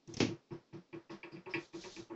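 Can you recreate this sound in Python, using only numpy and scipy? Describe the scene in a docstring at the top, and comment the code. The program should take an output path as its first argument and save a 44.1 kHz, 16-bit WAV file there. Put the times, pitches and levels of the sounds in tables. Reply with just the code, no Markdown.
"""A heavy washing machine is walked across the tiled floor of a small kitchen.
First it ticks and slides as it tips, and at 0.2 s it drops with a loud clunk. Then it rocks from foot
to foot, picking up speed: each landing thuds, rings the steel cabinet and clacks a loose part. In between,
the feet scuff and squeak and the drum bumps the frame. Towards the end it scrapes along the tiles."""
import sys
import numpy as np
from scipy.fft import rfft, irfft, next_fast_len
from scipy.io import wavfile
from scipy.ndimage import uniform_filter1d

SR = 44100
rng = np.random.default_rng(int(sys.argv[2]) if len(sys.argv) > 2 else 0)


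def wav_record(signal):
    """Record a signal, one row per channel, as 16-bit PCM in the file named by sys.argv[1]."""
    frames = np.transpose(np.atleast_2d(signal))
    bounded = np.clip(frames, -1, 1)
    # unit amplitude maps onto the largest positive 16-bit level
    quanta = np.round(bounded * 32767).astype(np.int16)
    wavfile.write(sys.argv[1], SR, quanta)


N = 94815
T = np.arange(int(.6 * SR)) / SR  # seconds since one short sound began


def amp(db):
    """Turn decibels into a gain."""
    return 10 ** (np.asarray(db) / 20)


def unit(x):
    """Scale to an average (rms) level of 1."""
    return x / np.sqrt(np.mean(x ** 2) + 1e-20)


def noise(colour, size=len(T)):
    """Noise with a colour: rows of frequency in Hz and strength in dB."""
    hz, db = np.transpose(colour)
    f = np.fft.rfftfreq(size, 1 / SR)
    gain = amp(np.interp(np.log(f + 1), np.log(hz), db))
    return unit(irfft(rfft(rng.standard_normal(size)) * gain, size))


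def band(hz, width):
    """Noise gathered around one pitch; width is roughly a fraction of that pitch."""
    steps = np.arange(-6, 7)
    colour = np.column_stack([hz * np.exp(width * steps), -20 * np.log10(1 + steps ** 2)])
    return noise(np.vstack([(hz * np.exp(-9 * width), -70), colour]))


def swell(rise_s, fade_s):
    """Rise to 1, then die away. The fade time is how long a fall of 60 dB takes."""
    shape = (1 - np.exp(-T / rise_s)) * np.exp(-np.log(1000) * T / fade_s)
    return shape / shape.max()


def ring(tones, rise_s, scatter_db, detune):
    """The tones of a struck object, a little different at every blow."""
    out = np.zeros(len(T))
    for hz, db, fade_s in tones:
        louder, higher, phase = rng.standard_normal(3)
        wave = np.sin(2 * np.pi * (hz * (1 + detune * higher) * T + phase))
        out += amp(db + scatter_db * louder) * swell(rise_s, fade_s) * wave
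    return out


def bloom(tones, peak_s):
    """Tones that build up in the room and die quickly, leaving a faint tail."""
    age = T / peak_s
    shape = age * np.exp((1 - age ** 2) / 2) + amp(-16) * swell(.0019, .26)
    return shape * sum(amp(db) * np.sin(2 * np.pi * (hz * T + rng.random())) for hz, db in tones)


def add(track, s, sound):
    """Mix a sound in at s seconds."""
    i = max(round(s * SR), 0)
    track[i:i + len(sound)] += sound[:max(N - i, 0)]


# The kitchen's background. Each row: frequency in Hz, strength in dB.
ROOM_COLOUR = [(25,-23.5), (60,-39.5), (260,-14), (400,-18), (1370,-34), (5180,-32), (8000,-45),
               (10400,-84.5)]

def room():
    """The faint, steady noise of a quiet kitchen."""
    return amp(-74) * noise(ROOM_COLOUR, N)


# Feet settling. Each row: start in seconds, level in dB.
FOOT_SCUFFS = [(0.512,-67), (0.728,-65), (0.931,-69), (1.099,-56.5), (1.838,-62.5), (1.318,-66),
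               (1.49,-60.5)]
# Their rustle. Each row: frequency in Hz, strength in dB.
RUSTLE_COLOUR = [(1200,0), (2800,-5), (5600,-7), (8000,-31.5)]

def scuffs():
    """A foot rustles softly as it settles on the tiles."""
    out = np.zeros(N)
    for s, db in FOOT_SCUFFS:
        add(out, s, amp(db) * noise(RUSTLE_COLOUR) * swell(.014, .29))
    return out


# Feet twisting. Each row: start in seconds, level in dB, pitch in Hz.
FOOT_SQUEAKS = [(0.511,-73,5180), (1.1,-66,4970), (1.316,-65,4760), (1.505,-60.5,5170)]

def squeaks():
    """A twisting foot rubs the tiles with a thin, rough chirp."""
    out = np.zeros(N)
    for s, db, hz in FOOT_SQUEAKS:
        add(out, s, amp(db) * band(hz, width=.05) * swell(.011, .2))
    return out


# Slides on the tiles. Each row: start in seconds, length in seconds, level in dB.
SLIDES = [(0.063, 0.14, -67.5), (0.17, 0.032, -49), (1.574, 0.076, -62.5), (1.721, 0.19, -60),
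          (1.788, 0.068, -55.5), (1.893, 0.11, -57)]
# Their hiss. Each row: frequency in Hz, strength in dB.
SLIDE_COLOUR = [(300, 0.5), (1200, -12.5), (2500, -11), (3700, -0.5), (5000, -1.5), (6300, -3),
                (7200, -9.5), (8200, -22)]

def scrapes(rise_s=.032, fade_s=.26, grit_db=1):
    """Short slides make a gritty hiss that dies away in the room."""
    power = np.zeros(N)
    for s, length, db in SLIDES:
        rise = np.minimum(T / rise_s, 1)
        fall = np.exp(-np.log(1000) * np.maximum(T - length, 0) / fade_s)
        add(power, s, (amp(db) * rise * fall) ** 2)
    grit = amp(grit_db * unit(uniform_filter1d(rng.standard_normal(N), size=90)))
    return np.sqrt(power) * grit * noise(SLIDE_COLOUR, N)


# The drum meeting the frame. Each row: start in seconds, level in dB, pitch in Hz.
BUMPS = [(0.313,-45,150), (0.774,-53,178), (1.125,-49,199), (1.362,-49.5,181), (1.769,-52,182),
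         (2.005,-58.5,117.5), (2.123,-51.5,251)]

def drum_bumps():
    """The drum swings on its springs and bumps the frame with a soft, low hum."""
    out = np.zeros(N)
    for s, db, hz in BUMPS:
        add(out, s, bloom([(hz, db)], peak_s=.018))
    return out


# Sharp ticks. Each row: start in seconds, click level in dB, push level in dB, click pitch in Hz.
TIPPING_TICKS = [(0.075, -61.5, -59, 5900), (0.139, -42, -45.5, 5930), (.168, -40.5, -41.5, 5300)]

def ticks():
    """The cabinet starts to tip: bright clicks, each with a small low push."""
    out = np.zeros(N)
    for s, click_db, push_db, hz in TIPPING_TICKS:
        click = band(hz, width=.097) * (swell(.0015, .021) + amp(-25) * swell(.0035, .16))
        push = noise(RUMBLE_COLOUR) * swell(.009, .048)  # the colours of a landing and of the drop, below
        push += amp(-7) * noise(TILE_CRACK_COLOUR) * swell(.00084, .11)
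        add(out, s, amp(click_db) * click + amp(push_db) * push)
    return out


# The crack of hitting the tiles. Each row: frequency in Hz, strength in dB.
TILE_CRACK_COLOUR = [(40, -7.5), (100, 11.5), (450, 4), (800, -0.5), (1450, -8), (2600, 2.5), (3800, -5),
                     (5500, -3.5), (6800, -10), (8000, -38.5)]
# The floor's boom. Each row: pitch in Hz, level in dB.
FLOOR_TONES = [(86,-11), (113,1), (181,-3), (244,-1)]
# The cabinet's slam and rebounds. Each row: start in seconds, level in dB, pitch in Hz.
CABINET_SLAMS = [(0.2033, -27.5, 398.3), (.226, -29, 284.8), (0.248, -35, 303)]
# The tones of a slam. Each row: multiple of its pitch, level in dB, fade time in seconds.
SLAM_TONES = [(.84, -3.5, 0.073), (1, 5.5, 0.039), (1.139, -8, 0.18)]

def drop(start_s=.2025):
    """One hard drop: a bright crack, a boom in the floor, and the cabinet slamming and rebounding."""
    out = np.zeros(N)
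    crack = noise(TILE_CRACK_COLOUR) * (swell(.0008, .022) + amp(-3.5) * swell(.0066, .23))
    boom = bloom(FLOOR_TONES, peak_s=.045)
    add(out, start_s, amp(-30) * crack + amp(-40.5) * boom)
    for s, db, hz in CABINET_SLAMS:
        for ratio, tone_db, fade_s in SLAM_TONES:
            add(out, s, amp(db + tone_db) * swell(.0058, fade_s) * np.sin(2 * np.pi * hz * ratio * T))
    return out


# The loose part's sharp ping. Each row: pitch in Hz, level in dB, fade time in seconds.
PING_TONES = [(2254,-6,0.014), (2531,1,0.015), (4670,-19,0.031)]
# The ping and its quick reflections from nearby surfaces. Each row: delay in seconds, level in dB.
EARLY_REFLECTIONS = [(0, -9.5), (.003, -8.5), (.0093, -9)]
# The part's longer ring. Each row: pitch in Hz, level in dB.
STEEL_TONES = [(1660,-11), (1771,-6), (1931,-4), (2212,-7), (2310,-1), (2440,0), (2613,-2), (2655,-3),
               (2837,-9), (3250,-15)]
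# Its noise and echo. Each row: frequency in Hz, strength in dB.
STEEL_COLOUR = [(600,-51), (1400,-19), (1900,3.5), (2750,-13), (3300,-5.5), (4000,-16.5), (4900,-8.5),
                (6200,-31.5)]

def clack(db, echo):
    """A loose steel part pings once and rings; nearby surfaces reflect the ping and the room answers."""
    ping = ring(PING_TONES, rise_s=.0004, scatter_db=1, detune=.02)
    ping += amp(-13) * noise(STEEL_COLOUR) * swell(.0004, .024)
    snap = sum(amp(level) * np.interp(T - delay, T, ping, left=0) for delay, level in EARLY_REFLECTIONS)
    snap_db = 1.5 + min(.4 * (db + 44), 0)  # blows softer than -44 dB lose some snap
    tones = [(hz, level, .16) for hz, level in STEEL_TONES]  # all fade in 0.16 s
    steel = ring(tones, rise_s=.001, scatter_db=1.5, detune=.001)
    return amp(db) * (amp(snap_db) * snap + amp(-11.5) * steel + amp(-22) * echo * swell(.03, .17))


# The hollow base. 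Each row: pitch in Hz, level in dB, fade time in seconds.
BASE_TONES = [(566,-6,.12), (865.4,-1,0.065), (935,-3.5,.15), (960,-6,.15), (1098.4,-4.5,0.14)]
# A foot's knock. Each row: frequency in Hz, strength in dB.
KNOCK_COLOUR = [(250,-17), (450,-0.5), (750,-7.5), (1120,-6), (2200,-14.5), (5000,-40.5)]

def knock(db, echo):
    """A foot knocks on the tiles and rings the hollow base."""
    base = ring(BASE_TONES, rise_s=.04, scatter_db=1.5, detune=.005)
    base_db = -11.5 + min(.7 * (db + 47), 4)  # harder knocks ring more, up to a limit
    return amp(db) * (amp(-13.5) * echo * swell(.036, .29) + amp(base_db) * base)


# The frame and drum. Each row: pitch in Hz, level in dB.
FRAME_TONES = [(115.6,-7), (149.6,-5.5), (186,-5.5), (242.2,-3.5)]
# The noise in a thud. Each row: frequency in Hz, strength in dB.
RUMBLE_COLOUR = [(20,-8), (70,-13), (130,6), (260,-3.5), (700,-16.5), (1500,-72)]

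def thud(db, centre_hz, width=.17):
    """The frame and drum thud; tones far from the centre pitch are up to 10 dB weaker."""
    tones = [(hz, level - min(4 * (np.log(hz / centre_hz) / width) ** 2, 10)) for hz, level in FRAME_TONES]
    rumble = noise(RUMBLE_COLOUR) * swell(.014, .22)
    return amp(db) * (bloom(tones, peak_s=.027) + amp(-12.5) * rumble)


def vary(echo, colour, same=.7):
    """Most of an echo repeats from landing to landing; the rest is new noise."""
    return np.sqrt(same) * echo + np.sqrt(1 - same) * noise(colour)


# The side panels. Each row: multiple of the panel pitch, level in dB.
PANEL_TONES = [(0.893,-14), (1,-1), (1.083,-8), (1.309,-16.5)]
# Feet landing. Each row: start in seconds, then clack, thud, panel and knock levels in dB,
# then the thud's centre pitch and the panel pitch in Hz.
FOOTFALLS = [(0.0788,-75,-47,-47,-53,125.6,335), (0.2797,-51,-38,-38.5,-47,118,335),
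             (0.506,-58,-40.5,-43,-47.5,143,340), (0.7266,-58.5,-45,-46.5,-51.5,146,334.5),
             (0.9272,-47.5,-47,-42.5,-47,141,336.2), (1.0945,-51,-51.5,-45,-45,147,333),
             (1.2308,-40,-60.5,-49,-46,170,340.4), (1.3179,-58.5,-49,-47,-52,147,330),
             (1.3597,-50.5,-56.5,-60,-55,181,346.5), (1.46,-48.5,-55,-45,-43,183,367),
             (1.538,-27,-42,-36.5,-41.5,153,334.5), (1.585,-51,-64,-55,-61,150,335),
             (1.7323,-52.5,-51.5,-42,-47,150,333.3), (1.838,-45,-56,-47.5,-46,190,363.3),
             (1.9639,-46.5,-49.5,-45,-48.5,190,335), (2.098,-60.5,-55.5,-42.5,-44,125,335.7)]

def landings():
    """Each landing thuds, rings the side panels, knocks the base and clacks the loose part."""
    out = np.zeros(N)
    knock_echo, clack_echo = noise(KNOCK_COLOUR), noise(STEEL_COLOUR)
    for s, clack_db, thud_db, panel_db, knock_db, thud_hz, panel_hz in FOOTFALLS:
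        add(out, s, thud(thud_db, thud_hz))
        panels = bloom([(panel_hz * ratio, db) for ratio, db in PANEL_TONES], peak_s=.03)
        add(out, s, amp(panel_db) * panels)
        add(out, s, knock(knock_db, vary(knock_echo, KNOCK_COLOUR)))
        add(out, s, clack(clack_db, vary(clack_echo, STEEL_COLOUR)))
    return out


def scene():
    """The machine over the kitchen's background, in one channel."""
    machine = ticks() + drop() + landings() + drum_bumps() + scrapes() + scuffs() + squeaks()
    return (machine + room())[None]


def record(dry):
    """The highest treble fades out, leaving nothing above 8600 Hz."""
    size = next_fast_len(N + SR // 2)
    f = np.fft.rfftfreq(size, 1 / SR)
    gain = np.clip((8600 - f) / 900, 0, 1) ** 2
    return irfft(rfft(dry, size) * gain, size)[:, :N]


dry = scene()
out = record(dry)
wav_record(out)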